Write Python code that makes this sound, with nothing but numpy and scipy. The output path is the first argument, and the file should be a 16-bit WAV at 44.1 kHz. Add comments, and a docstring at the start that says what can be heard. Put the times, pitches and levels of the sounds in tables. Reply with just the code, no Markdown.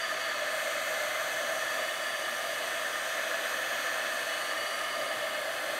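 """A handheld heat gun blows steadily as it is swept back and forth over a wet painting on a table.
Its fan drives turbulent air through the resonant barrel and out of the nozzle; the small motor whines
at harmonics of its shaft rate. As the gun tilts, the hiss turns to and from a mono microphone,
and moving reflections off the table and canvas comb-filter the noise."""
import sys
import numpy as np
from scipy import signal
from scipy.fft import rfft, irfft, next_fast_len
from scipy.io import wavfile
from scipy.ndimage import map_coordinates

SR = 44100
rng = np.random.default_rng(int(sys.argv[2]) if len(sys.argv) > 2 else 0)


def persist_wave(psi):
    """Save psi, clipped to +-1, as 16-bit WAV."""
    counts = np.round(np.clip(psi, -1, 1) * 32767).astype(np.int16)
    wavfile.write(sys.argv[1], SR, np.atleast_2d(counts).T)


N = 255339

# gun position, drawn back when both shares are 0: time_s, over_canvas_share, beside_canvas_share
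POSE = [(0, 0.076, 0.14), (.35, 0.38, 0.09), (.65, 0.82, 0.054), (1.25, 0.81, .05), (1.6, 0.27, 0.43),
        (2, 0.17, 0.058), (2.5, .05, 0.37), (2.9, .05, 0.58), (3.3, 0.056, 0.92), (3.9, .05, 0.93),
        (4.3, .05, .45), (4.6, 0.054, .05), (5, .02, .02), (5.35, 0.16, 0.09), (5.79, 0.41, 0.12)]


def amp(db):
    """Amplitude ratio: a factor of ten per 20 dB."""
    return 10 ** (np.asarray(db) / 20)


def unit(x):
    """Normalisation to rms 1."""
    return x / np.sqrt(np.mean(x ** 2) + 1e-20)


def curves(rows):
    """Linear interpolation in time: one value per sample for each column after the first."""
    time_s, *columns = np.transpose(rows)
    return [np.interp(np.arange(N) / SR, time_s, column) for column in columns]


def wobble(rate_hz):
    """Slow random modulation: a spline through Gaussian knots."""
    knots = rng.standard_normal(int(N * rate_hz / SR) + 4)
    return map_coordinates(knots, [np.arange(N) * rate_hz / SR])


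def filtered(x, response):
    """Linear filtering: the spectrum is multiplied by a frequency response."""
    size = next_fast_len(N + SR // 2)
    return irfft(rfft(x, size) * response(np.fft.rfftfreq(size, 1 / SR)), size)[..., :N]


def aimed(drawn_back, *changes):
    """Linear blend: the drawn-back value plus changes over, beside and on the far side of the canvas."""
    # the crossing to the far side: time_s, far_share
    crossing = [(4.7, 0.084), (5.5, 1)]
    shares = curves(POSE) + curves(crossing)
    return drawn_back + sum(change * share for change, share in zip(changes, shares))


def directivity(aim_db, drift_db=0.25):
    """Directional radiation: gain follows the aim (back_db, then changes over_db, beside_db, far_db)."""
    return amp(aimed(*aim_db) + drift_db * wobble(5.16))


def turbulence(spectrum, resonances):
    """Resonant filtering: broadband noise of rms 1, with peaks and dips weighted by the gun's pose."""
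    knot_hz, level_db = np.transpose(spectrum)
    over, beside = curves(POSE)
    noise, out = rng.standard_normal(N), 0
    for pose, share in enumerate([1 - over - beside, over, beside]):
        def response(hz):
            broad_db = np.interp(np.log(hz + 1), np.log(knot_hz + 1), level_db)
            lift_db = sum(lifts[pose] * .5 ** ((2 * (hz - centre) / width) ** 2)
                          for centre, width, *lifts in resonances)
            return amp(broad_db + lift_db)
        out = out + share * unit(filtered(noise, response))
    return unit(out)


def patchy(x, depth_db=0.88, patch_hz=520, patch_s=.3):
    """Spectral modulation: the colour of the hiss shifts in soft patches as the hand moves."""
    hz, t, spectra = signal.stft(x, SR, nperseg=512)
    knots = rng.standard_normal(size=(96, 96))
    grid = np.meshgrid(hz / patch_hz, t / patch_s, indexing="ij")
    patches_db = depth_db * map_coordinates(knots, grid, mode="mirror")
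    return signal.istft(spectra * amp(patches_db), SR, nperseg=512)[1][:N]


def treble_opening(x, edge_hz=7600, muffled_db=-2.5, opens_at_s=.5, opening_s=.04):
    """Time-varying shelf filter: the top of the hiss is muffled at first, then opens."""
    closed = .5 - .5 * np.tanh((np.arange(N) / SR - opens_at_s) / opening_s)
    treble = filtered(x, lambda hz: 1 - 1 / (1 + (hz / edge_hz) ** 14))
    return x + (amp(muffled_db * closed) - 1) * treble


def room(x, t60_s=0.14, dull_hz=4500):
    """Reverberation: wall reflections merge into a short, dull, exponentially decaying tail."""
    t = np.arange(SR // 3) / SR
    tail = rng.standard_normal(len(t)) * amp(-60 * t / t60_s) * (t > .005)
    reverberation = signal.fftconvolve(x, tail / np.linalg.norm(tail))[:N]
    return filtered(reverberation, lambda hz: 1 / np.hypot(1, hz / dull_hz))


def reflection(x, delay_ms, gain):
    """Comb filtering: an echo whose delay follows the hand interferes with the direct sound."""
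    delay_samples = aimed(*delay_ms) * SR / 1000
    return aimed(*gain) * map_coordinates(x, [np.arange(N) - delay_samples], order=3)


def shaft_angle(jitter_hz=0.09):
    """Phase as the integral of frequency: the motor shaft turns at a slightly unsteady rate."""
    # shaft speed: time_s, rotation_hz
    speed = [(0, 269.05), (.9, 268.65), (1.3, 268.2), (2.5, 268.4), (2.9, 268.75), (3.5, 268.9),
             (4.5, 268.6), (5.3, 268.95), (5.79, 269.3)]
    rotation_hz, = curves(speed)
    return 2 * np.pi * np.cumsum(rotation_hz + jitter_hz * wobble(30)) / SR


def motor(angle, sway_rad=0.25):
    """Shaft harmonics: each swells and fades as the gun moves through the room's standing waves."""
    # two high whines, near 4.3 and 8.6 kHz: time_s, order_16_db, order_32_db
    whine_levels = [(0.0, -57, -61.2), (0.26, -53.5, -62), (0.53, -55.0, -53.8), (1.18, -53.5, -58),
                    (2.11, -62.0, -59), (2.63, -55.6, -58), (2.9, -66.2, -58.8), (3.03, -58, -52.4),
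                    (3.29, -59.0, -67.6), (3.95, -57, -55.3), (4.08, -62.5, -57.4), (4.34, -51.5, -55),
                    (4.74, -57.1, -62.3), (5.79, -53, -59.4)]
    # the other harmonics: order, level_db
    harmonics = [(3, -58.5), (4, -56), (5, -51.5), (8, -53), (9, -61.5), (11, -62), (12, -70), (13, -56.5),
                 (14, -66), (17, -62), (24, -62), (28, -66), (29, -75), (30, -65), (31, -64), (33, -64),
                 (34, -65.5), (35, -65.5), (36, -76), (45, -72), (47, -75), (53, -76), (54, -74), (55, -78),
                 (57, -77)]

    def tone(order, level_db, fade_db=1, fade_hz=9):
        gain = amp(level_db + fade_db * wobble(fade_hz))
        # the changing path to the microphone sways the phase
        phase = rng.uniform(0, 2 * np.pi) + sway_rad * wobble(8)
        return gain * np.sqrt(2) * np.sin(order * angle + phase)

    buzz = sum(tone(round(order), db, fade_db=2.0, fade_hz=3.98) for order, db in harmonics)
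    low_db, high_db = curves(whine_levels)
    return buzz + tone(16, low_db) + tone(32, high_db)


def gliding_band(width_hz=105):
    """Narrowband noise: a band of hiss near 4.6 kHz swells, glides and fades as the gun draws back."""
    # one swell per drawing back: peak_s, level_db, centre_hz, glide_hz_per_s, fade_db_per_s
    swells = [(.03, -45.5, 4665, -290, 16), (2.1, -49.5, 4680, 180, 11.5), (4.68, -48, 4616, 230, 12.5)]
    out = np.zeros(N)
    for peak_s, level_db, centre_hz, glide, fade in swells:
        t = np.arange(N) / SR - peak_s
        noise = unit(filtered(rng.standard_normal(N), lambda hz: 1 / (1 + (hz / width_hz) ** 4)))
        carrier = np.sqrt(2) * np.cos(2 * np.pi * (centre_hz + glide * t / 2) * t)
        out += amp(level_db - fade * abs(t)) * noise * carrier
    return out


def hiss(angle, flutter_db=0.4, pulse_depth=.045):
    """Amplitude modulation: jet, lip and grille noise flutter together and pulse with the shaft."""
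    # spectra: frequency_hz, relative_db
    jet_spectrum = [(4000, -44), (5400, -4), (5820, 4), (6300, 0), (6700, -1.5), (7300, -3), (8600, 0.5),
                    (9400, -7.5), (9900, -16), (10400, -34), (15000, -60)]
    lip_spectrum = [(7000, -50), (9300, -2.5), (9850, 0.5), (10350, -3), (10800, -0.5), (11300, -8),
                    (13000, -34), (16000, -50)]
    grille_spectrum = [(8000, -60), (10400, -22), (11050, 1), (12000, 3), (12750, -3), (13100, -5),
                       (13450, -3), (14100, -8.5), (14600, -7), (15700, -11.5)]
    # peaks and dips by pose: centre_hz, width_hz, back_db, over_db, beside_db
    throat = [(5500, 400, 0, -5, -3), (6100, 350, 1.5, -0.5, -0.5), (6550, 1030, 1, 6, 6),
              (7500, 500, 0.5, 2.5, -1.5), (8650, 350, -1.5, -0.5, -1)]
    hollow = [(10300, 600, 4, -11, -7)]
    slots = [(12750, 1400, -1.5, 3.3, 1.5)]
    # level and its changes with aim: back_db, over_db, beside_db, far_db
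    jet_aim = (-49, 3.5, 2.5, -4)
    lip_aim = (-54.5, -3.5, -2.5, -1.5)
    grille_aim = (-55, 4, 3.5, -1.5)
    jet = directivity(jet_aim) * turbulence(jet_spectrum, throat)
    lip = directivity(lip_aim) * turbulence(lip_spectrum, hollow)
    grille = directivity(grille_aim) * turbulence(grille_spectrum, slots)
    pulsing = 1 + pulse_depth * (np.cos(angle) + np.cos(2 * angle))
    return amp(flutter_db * wobble(20)) * pulsing * patchy(jet + lip + grille)


def fan_roar(gust_db=0.55):
    """Cavity resonance: the housing colours the fan's low, gusty turbulence."""
    # roar spectrum: frequency_hz, relative_db
    spectrum = [(20, -48), (42, -30.5), (100, -29), (135, -22.5), (185, -25), (235, -17.5), (320, -15.5),
                (465, -17), (500, -7), (610, 0), (750, -6.5), (805, -11.5), (845, -17), (1300, -36)]
    # housing resonances: centre_hz, width_hz, back_db, over_db, beside_db
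    housing = [(317, 70, 3, 1.5, 2.5), (396, 70, 5.5, -5.5, 0.5), (444, 19, -4, -1, -3),
               (499, 30, -0.5, 3.5, 4.5), (613, 49, 2, 6, -2), (661, 44, 4, 3.5, 5)]
    # level and its changes with aim: back_db, over_db, beside_db, far_db
    aim = (-40.5, 3, 0.46, 1)
    # the roar builds at first: time_s, gain_db
    rise = [(0, -2.5), (.4, 0)]
    rise_db, = curves(rise)
    roar = directivity(aim) * turbulence(spectrum, housing)
    return amp(rise_db + gust_db * wobble(12)) * roar


def barrel():
    """Pipe resonance: turbulent flow excites the modes of the barrel's air column."""
    # flow spectrum: frequency_hz, relative_db
    spectrum = [(500, -71), (850, -19), (1100, -11), (1550, -6.7), (2000, -10.5), (2350, -14.5),
                (2760, -20), (3150, -14), (3600, -18), (4150, -19.5), (4900, -21.5), (7000, -65)]
    # air resonances: centre_hz, width_hz, back_db, over_db, beside_db
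    modes = [(1220, 79, 9, 4.6, 5.5), (1450, 130, -5, .5, -1.5), (1739, 89, 6.5, 10.5, 11),
             (1821, 57, 7.5, 6.2, 7.5), (2080, 150, 3.5, 8.4, 0.5), (2583, 140, 7.5, 9, 8.5),
             (2949, 200, 10.5, 2.7, 6), (3365, 117, 6.5, 5.9, 3.5), (3620, 60, 1.5, 4, 2),
             (3900, 150, -2, 2, 1)]
    # level and its changes with aim: back_db, over_db, beside_db, far_db
    aim = (-35.5, 1.47, 1.5, -1.2)
    return directivity(aim) * turbulence(spectrum, modes)


def scene():
    """Superposition: the gun, two near reflections and the room, the same in both channels."""
    angle = shaft_angle()
    air = fan_roar() + barrel() + hiss(angle)
    table = reflection(air, delay_ms=(1.702, 0.16, 0.21, 0.11), gain=(0.077, -0.051, -0.043, 0.085))
    canvas = reflection(air, delay_ms=(1.012, 0.36, 0.18, .02), gain=(0.14, -0.091, -.1, -0.0044))
    gun = air + table + canvas + gliding_band() + motor(angle)
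    heard = treble_opening(gun + amp(-12.5) * room(air))
    return np.array([heard, heard])


def record(dry, top_hz=15750):
    """Band limiting: an ideal low-pass filter removes the highest treble."""
    return filtered(dry, lambda hz: hz < top_hz)


dry = scene()
out = record(dry)
persist_wave(out)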